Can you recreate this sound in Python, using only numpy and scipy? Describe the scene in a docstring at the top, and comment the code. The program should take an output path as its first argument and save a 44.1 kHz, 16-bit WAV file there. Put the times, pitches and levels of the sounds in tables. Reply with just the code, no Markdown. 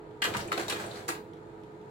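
"""A slide projector changes one slide

A cooling fan hums throughout. A steel latch snaps in, and a geared motor drives the slide arm
out and back with plastic clacks and scrapes. The machine bounces on the hard floor, then its
mechanism drops to rest with a last clack. A small bare room echoes the clacks, scrapes and ticks."""
import sys
import numpy as np
from scipy import signal
from scipy.fft import rfft, irfft, next_fast_len
from scipy.io import wavfile
from scipy.ndimage import map_coordinates

SR = 44100
rng = np.random.default_rng(int(sys.argv[2]) if len(sys.argv) > 2 else 0)


def dump(signal):
    """Clip the signal to [-1, 1] and save it as 16-bit WAV at the path in sys.argv[1]."""
    limited = np.clip(np.atleast_2d(signal).T, -1, 1)
    pcm = np.round(limited * 32767).astype(np.int16)
    wavfile.write(sys.argv[1], SR, pcm)


N = 83790

# How hard the motor works. Each row: time in seconds, load from 0 to 1.
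MOTOR_LOAD = [(.25, 0.02), (.38, 1), (.7, 1), (1.0, 0.58), (1.12, 0)]


def amp(db):
    """Turn decibels (dB) into a multiplier."""
    return 10 ** (np.asarray(db) / 20)


def unit(x):
    """Scale a signal to an average power of 1."""
    return x / np.sqrt(np.mean(x ** 2) + 1e-20)


def along(points, hz):
    """Read between rows of (Hz, value) on a scale of octaves."""
    f, values = np.transpose(points)
    return np.interp(np.log(hz + 1), np.log(f + 1), values)


def curves(rows):
    """Join timed rows with straight lines: one curve for each column after the time."""
    times, *columns = np.transpose(rows)
    return [np.interp(np.arange(N) / SR, times, column) for column in columns]


def wobble(rate):
    """A smooth random curve through `rate` points a second."""
    return map_coordinates(rng.standard_normal(N // 8), [np.arange(N) * rate / SR + 2], mode="wrap")


def filtered(x, response):
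    """Multiply each frequency f in x by response(f)."""
    n = x.shape[-1]
    padded = next_fast_len(n + 8192)
    return irfft(rfft(x, padded) * response(np.fft.rfftfreq(padded, 1 / SR)), padded)[..., :n]


def resonances(table, f):
    """How a body responds at frequency f, given rows of (pitch in Hz, width in Hz, dB)."""
    return sum((-1) ** k * amp(db) * 1j * f * width / (hz * hz - f * f + 1j * f * width)
               for k, (hz, width, db) in enumerate(table))


def noise(colour):
    """Two unrelated noises shaped by rows of (Hz, dB)."""
    return unit(filtered(rng.standard_normal((2, N)), lambda f: amp(along(colour, f))))


def narrow_noise(hz, width):
    """Two unrelated noises gathered around one pitch."""
    return unit(filtered(rng.standard_normal((2, N)), lambda f: resonances([(hz, width, 0)], f) ** 2))


def add(out, start, x):
    """Mix x into out from `start` seconds on."""
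    part = out[..., max(round(start * SR), 0):][..., :x.shape[-1]]
    part += x[..., :part.shape[-1]]


def burst(t, db, ring_s, rise_s):
    """A quick swell and a fade. The ring time is how long a fade of 60 dB takes."""
    return amp(db - 60 * t / ring_s) * (1 - np.exp(-t / rise_s))


def struck(modes, hits, rise_s=0.00092):
    """A struck part rings at its own pitches, a little differently each time."""
    # Each row of modes: pitch in Hz, level in dB, ring time in seconds.
    # Each row of hits: start in seconds, level in dB.
    out, t = np.zeros((2, N)), np.arange(SR // 3) / SR
    for start, db in hits:
        for hz, mode_db, ring_s in modes:
            phase = rng.uniform(0, 2 * np.pi) + np.array([[0], [rng.choice([-1, 1]) * np.pi / 2]])
            level = burst(t, db + mode_db + rng.standard_normal(), ring_s, rise_s)
            add(out, start, level * np.sin(2 * np.pi * hz * t + phase))
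    return out


def motor_tones(tones, sag_share=.026, waver_hz=2.5):
    """Wavering tones that drop in pitch as the load slows the motor."""
    load, = curves(MOTOR_LOAD)
    out = np.zeros((2, N))
    for hz, db in tones:
        cycles = np.cumsum(hz * (1 - sag_share * load) + waver_hz * wobble(35.16)) / SR
        level = np.sqrt(2) * amp(db + 1.9 * wobble(30.3))
        out[0] += level * np.sin(2 * np.pi * (cycles + rng.random()))
    return out


def fan(air_db=-49):
    """The fan pushes air through the case and vents while its blades hum."""
    # Rushing air. Each row: frequency in Hz, level in dB.
    air_colour = [(20, -62), (35, -35), (50, -11.5), (76, -24), (95, -10.5), (140, -6.5), (200, -9),
                  (270, -14), (335, -5), (384, -13), (427, -10), (490, -9), (560, -18), (641, -14.5),
                  (775, -19), (936, -13.5), (1070, -28), (1200, -19), (1520, -25), (2100, -30.5),
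                  (3000, -39.5), (4200, -41.5), (5400, -53), (7400, -71), (11500, -66), (13000, -86),
                  (16000, -100)]
    # Air ringing in the case and vents. Each row: pitch in Hz, width in Hz, level in dB.
    vents = [(332, 37, -55.5), (471, 13, -62), (931, 36, -66), (975, 35, -67), (7210, 180, -86.5)]
    # The blade tone and its octave. Each row: pitch in Hz, level in dB.
    blade_tones = [(425.3, -51.5), (850.6, -64)]
    air = amp(air_db + 0.33 * wobble(12.1)) * noise(air_colour)
    ringing = sum(amp(db) * narrow_noise(hz, width) for hz, width, db in vents)
    return air + ringing + motor_tones(blade_tones)


def ticks(ring_s=0.039):
    """Loose parts tick faintly while the machine idles."""
    # The ticks. Each row: start in seconds, level in dB.
    hits = [(.11, -64), (1.334, -56.5), (1.37, -65), (1.635, -59), (1.813, -63.5)]
    # Their bright sound. Each row: frequency in Hz, level in dB.
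    colour = [(1000, -17), (2700, 3), (3400, 10.5), (4200, -5), (5500, -2), (7500, -10), (11500, -9),
              (14000, -29)]
    level, t = np.zeros(N), np.arange(SR // 10) / SR
    for start, db in hits:
        add(level, start, amp(db - 60 * t / ring_s))
    return level * noise(colour)


def clacks(case_db=-4.5, chatter_db=1.5):
    """Each blow chatters and briefly rings the plastic case at many crowded pitches."""
    # Blows of the mechanism. Each row: start in seconds, level in dB,
    # extra dB for each of four bands from low to high, rise time in seconds.
    blows = [ (0.2188, -21, -20, -5, -4.5, -11, 0.0014), (0.223, -21.5, -24, -13, -6.5, -22, 0.00083),
             (0.2383, -19, -26, -4.5, -8, -7.5, 0.0029), (0.2474, -17, -14.5, -7, -6.5, -13.5, 0.0023),
             (0.337, -30.5, -21, -5, 1, -13, 0.0025), (0.3476, -23, -12, -3, -29, -19, 0.0013),
             (0.3669, -25, -11, -20, -6, -7, 0.0017), (0.403, -37, -9, -25, -3, -25, 0.00081),
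             (0.5175, -23, -18, -2.5, -9.5, -16, 0.00043), (0.525, -22.5, -21, -7, -7.5, -13.5, 0.0011),
             (0.577, -24, -10, -12, -8, -14, 0.0005), (0.5936, -31.5, -17, 3, -5, -4, 0.0046),
             (0.681, -26, -7, -7.5, -12, -6.5, 0.0015), (.697, -21.5, -24, -11, -5.5, -7, 0.0026),
             (0.7042, -25.5, -16, -7, -1.5, -19, 0.0028), (0.7207, -22, -10.5, -18, -5, -14, 0.0041),
             (0.761, -28, -15, -3.5, -12, -21, 0.0023), (0.797, -29, -5, -0.5, -14, -11, 0.0044),
             (0.8374, -29, -6.5, -8.5, -15, -22, 0.0036), (1.079, -21.5, -24, -5, -8, -1.5, 0.011),
             (1.086, -23, -9.5, -2.5, -11.5, -5.5, 0.003), (1.102, -28, -15, -2.5, -8, -13, 0.00091),
             (1.1487, -37.5, -3.5, -2, -1, -17, 0.0038)]
    # The edges of those bands in Hz.
    band_edges = [250, 900, 2200, 5000, 16000]
    # The plastic's ring time in each band, in seconds.
    ring_s = [0.074, 0.055, 0.047, 0.057]
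    # Where the case rings. Each row: pitch in Hz, width in Hz, level in dB.
    case_modes = [(920, 104, 3), (1228, 50, 8), (1600, 96, 7.5), (1990, 73, 4.5), (2445, 32, 1),
                  (3720, 70, -9.5), (4200, 150, 0), (7280, 130, 1)]
    # A clack's overall tone. Each row: frequency in Hz, level in dB.
    colour = [(200, -7), (263, -12), (325, 1), (380, -27), (430, -3.5), (560, -7), (916, -10.5),
              (1300, -11), (1770, -12), (2860, -6.5), (6300, -20.5), (7600, -17.5), (12500, -24.5),
              (16000, -26.5)]
    out, t = np.zeros((2, N)), np.arange(SR // 5) / SR
    case = lambda f: amp(along(colour, f)) * (.5 + amp(case_db) * abs(resonances(case_modes, f)))
    chatter = unit(amp(chatter_db * wobble(600)))
    for k, (low, high) in enumerate(zip(band_edges, band_edges[1:])):
        power = np.zeros(N)
        for start, db, *band_db, rise_s in blows:
            add(power, start, burst(t, db + band_db[k], ring_s[k], rise_s) ** 2)
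        band = lambda f: case(f) / np.sqrt((1 + (low / (f + 1)) ** 10) * (1 + (f / high) ** 10))
        out += np.sqrt(power) * chatter * unit(filtered(rng.standard_normal((2, N)), band))
    return out


def latch():
    """The steel latch snaps and rings."""
    # Its ring. Each row: pitch in Hz, level in dB, ring time in seconds.
    modes = [(1590, 12, .15), (1688, 12.5, .15), (1888, 12, .16), (1962, 9, .15), (2032, 8, .18),
             (2150, 7, .1), (2411, 10, .09), (2560, 9, .09), (2774, 12.5, .13), (2878, 12, .13),
             (2949, 9, .16), (3209, 10, .18), (3252, 7.5, .15)]
    # Its snaps. Each row: start in seconds, level in dB.
    hits = [(.220, -41.5), (.249, -45), (0.709, -55)]
    return struck(modes, hits, rise_s=.004)


def drive(tooth_hz=114.9, grit_db=-18):
    """The motor rumbles through the floor; uneven gear teeth tap the chassis."""
    # Motor and gears. Each row: time in seconds, rumble in dB, whirr in dB.
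    levels = [(.22, -83, -71), (.28, -45.5, -37.5), (.38, -42, -42.5), (.45, -48.5, -44.5),
              (.52, -52.5, -42), (.6, -44.5, -37), (.68, -51.5, -47.5), (.74, -50, -44), (.86, -50, -44),
              (1.0, -57, -46), (1.1, -51.5, -51.5), (1.2, -62, -82)]
    # The rumble. Each row: frequency in Hz, level in dB.
    rumble_colour = [(30, -29), (50, -64), (80, -5), (105, 3), (135, 2.5), (165, -4.5), (200, 3.5),
                     (260, -9.5), (400, -61)]
    # What the teeth set ringing. Each row: pitch in Hz, width in Hz, level in dB.
    modes = [(342, 18, -1), (416, 11.3, -1), (487.6, 29, -4), (581.7, 12.7, -7), (676.4, 60, -6.5),
             (870, 175, -14)]
    rumble_db, whirr_db = curves(levels)
    teeth_passed = np.cumsum(tooth_hz * (1 + .06 * wobble(40))) / SR
    taps = np.diff(np.floor(teeth_passed), prepend=0) * amp(2.9 * rng.standard_normal((2, N)))
    grit = amp(grit_db) * rng.standard_normal((2, N))
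    body = lambda f: resonances(modes, f) / (1 + (f / 1600) ** 2) * (f > 70)
    whirr = unit(filtered(taps + grit, body))
    return amp(rumble_db) * noise(rumble_colour) + amp(whirr_db) * whirr


def sliding(slips_per_s=600, spread_db=2.5, rub_db=3.5):
    """The arm and slide scrape in their plastic guides: tiny slips over a smooth rub."""
    # The scrape's loudness. Each row: time in seconds, level in dB.
    levels = [(.23, -71.5), (.28, -42.5), (.33, -48.5), (.39, -41), (.45, -53), (.51, -53.5), (.57, -47),
              (.61, -38.5), (.675, -51.5), (.73, -46), (.81, -43), (.88, -50), (.98, -47.5), (1.06, -58),
              (1.2, -70)]
    # Its tone. Each row: frequency in Hz, level in dB.
    colour = [(410, -69), (700, -11), (1060, -6), (1600, -3), (1770, -7.5), (2050, -10.5), (2800, -14),
              (4320, -12.5), (5120, -20), (7290, -17), (15200, -32), (16000, -26)]
    level_db, = curves(levels)
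    slips = (rng.random(N) < slips_per_s / SR) * amp(spread_db * rng.standard_normal(N))
    grains = unit(filtered(slips * rng.standard_normal((2, N)), lambda f: amp(along(colour, f))))
    return amp(level_db) * unit(grains + amp(rub_db) * noise(colour))


def whine():
    """The motor sings louder the harder it works."""
    # Its tones. Each row: pitch at idle in Hz, level at full load in dB.
    tones = [(579.6, -55), (425.6, -58.5)]
    load, = curves(MOTOR_LOAD)
    return load * motor_tones(tones)


def chassis():
    """Knocks ring the machine's hollow frame."""
    # Its ring. Each row: pitch in Hz, level in dB, ring time in seconds.
    modes = [(310.3, -3, 0.18), (345.3, -1, .15), (483, -3.5, 0.13)]
    # The knocks. Each row: start in seconds, level in dB.
    hits = [(.272, -33), (.592, -38), (.725, -33.5), (1.093, -31.5)]
    return struck(modes, hits)


def feet():
    """The machine bounces on its feet with low thumps."""
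    # A thump. Each row: pitch in Hz, level in dB, ring time in seconds.
    modes = [(52.3, -21, 0.44), (109, -16.5, 0.53), (137.2, -7.5, 0.23)]
    # The bounces. Each row: start in seconds, level in dB.
    hits = [(.29, -44), (0.366, -32), (0.458, -36), (0.736, -39)]
    return struck(modes, hits)


def arm():
    """The slide arm rings when it is knocked."""
    # Its ring. Each row: pitch in Hz, level in dB, ring time in seconds.
    modes = [(1202, -1, 0.11), (1333, 2.5, 0.1), (1472, 4, 0.028), (1908, -2, 0.057), (2190, -15, 0.04),
             (2762, -8.5, 0.052)]
    # The knocks. Each row: start in seconds, level in dB.
    hits = [(0.349, -35), (.518, -29.5), (0.526, -37), (0.5771, -36.5), (0.725, -37.5), (1.09, -35)]
    return struck(modes, hits)


def catches(width_share=0.26):
    """The slide snags in its guide and slips free with a short, bright scrape."""
    # The snags. 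Each row: start in seconds, level in dB, centre pitch in Hz.
    snags = [(0.4106, -39, 5200), (0.4757, -42.5, 7440), (0.483, -42, 2500), (0.6966, -33.5, 8100),
             (.8627, -44, 8400), (0.9121, -40, 3900), (0.9562, -42.5, 4360)]
    out, t = np.zeros((2, N)), np.arange(N) / SR
    for start, db, hz in snags:
        add(out, start, burst(t, db, ring_s=0.041, rise_s=0.00064) * narrow_noise(hz, width_share * hz))
    return out


def slide_frame():
    """The slide's frame clicks against its guide."""
    # Its ring. Each row: pitch in Hz, level in dB, ring time in seconds.
    modes = [(3770, 4, 0.062), (4270, -5.5, 0.083), (5680, -10, 0.054)]
    # The clicks. Each row: start in seconds, level in dB.
    hits = [(.538, -37), (.682, -37), (.724, -36)]
    return struck(modes, hits)


def room(x, wall_delay_s=.006):
    """A soft echo whose bass lasts longest, a little different from moment to moment."""
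    # The room's fade. Each row: frequency in Hz, ring time in seconds.
    ring_times = [(200, 0.46), (1500, 0.27), (4000, 0.25), (9000, 0.22), (16000, 0.34)]
    out, step = np.zeros((2, N)), SR // 8
    for start in range(0, N, step):
        hz, t, spectrum = signal.stft(rng.standard_normal((2, SR // 3)), SR, nperseg=256)
        fade = amp(-60 * t / along(ring_times, hz)[:, None])
        tail = signal.istft(spectrum * fade, SR, nperseg=256)[1]
        echo = signal.fftconvolve(x[:, start:start + step], tail / np.linalg.norm(tail[0]), axes=1)
        add(out, start / SR + wall_delay_s, echo)
    return out


def microphones(pair):
    """Two unrelated signals become left and right: alike in the bass, apart in the treble."""
    # How alike the sides are. Each row: frequency in Hz, likeness from -1 to 1.
    likeness = [(60, 0.83), (130, 0.99), (330, 0.92), (640, 0.39), (1400, -0.3), (3000, 0.094),
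                (8000, -0.035)]
    # Which side is louder. Each row: frequency in Hz, left minus right in dB.
    balance = [(60, -5.5), (200, -1.5), (380, -3), (700, -4.5), (1300, 3), (2400, 0.5), (4400, 2),
               (8000, -2), (15000, 2)]
    angle = lambda f: np.arccos(np.clip(along(likeness, f), -1, 1)) / 2
    mid, side = filtered(pair, lambda f: np.array([np.cos(angle(f)), np.sin(angle(f))]))
    left_right = np.array([mid + side, mid - side])
    return filtered(left_right, lambda f: amp(along(balance, f) * np.array([[.5], [-.5]])))


def scene(room_db=-3):
    """The slide change in its room, over the fan."""
    mechanism = clacks() + sliding() + catches() + ticks()
    ringing = latch() + arm() + slide_frame()
    thumps = chassis() + feet()
    echo = amp(room_db) * room(mechanism)
    return microphones(mechanism + echo + ringing + thumps + drive() + whine() + fan())


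def record(dry, top_hz=16150):
    """Cut away the very highest treble."""
    return filtered(dry, lambda hz: 1 / (1 + (hz / top_hz) ** 160))


dry = scene()
out = record(dry)
dump(out)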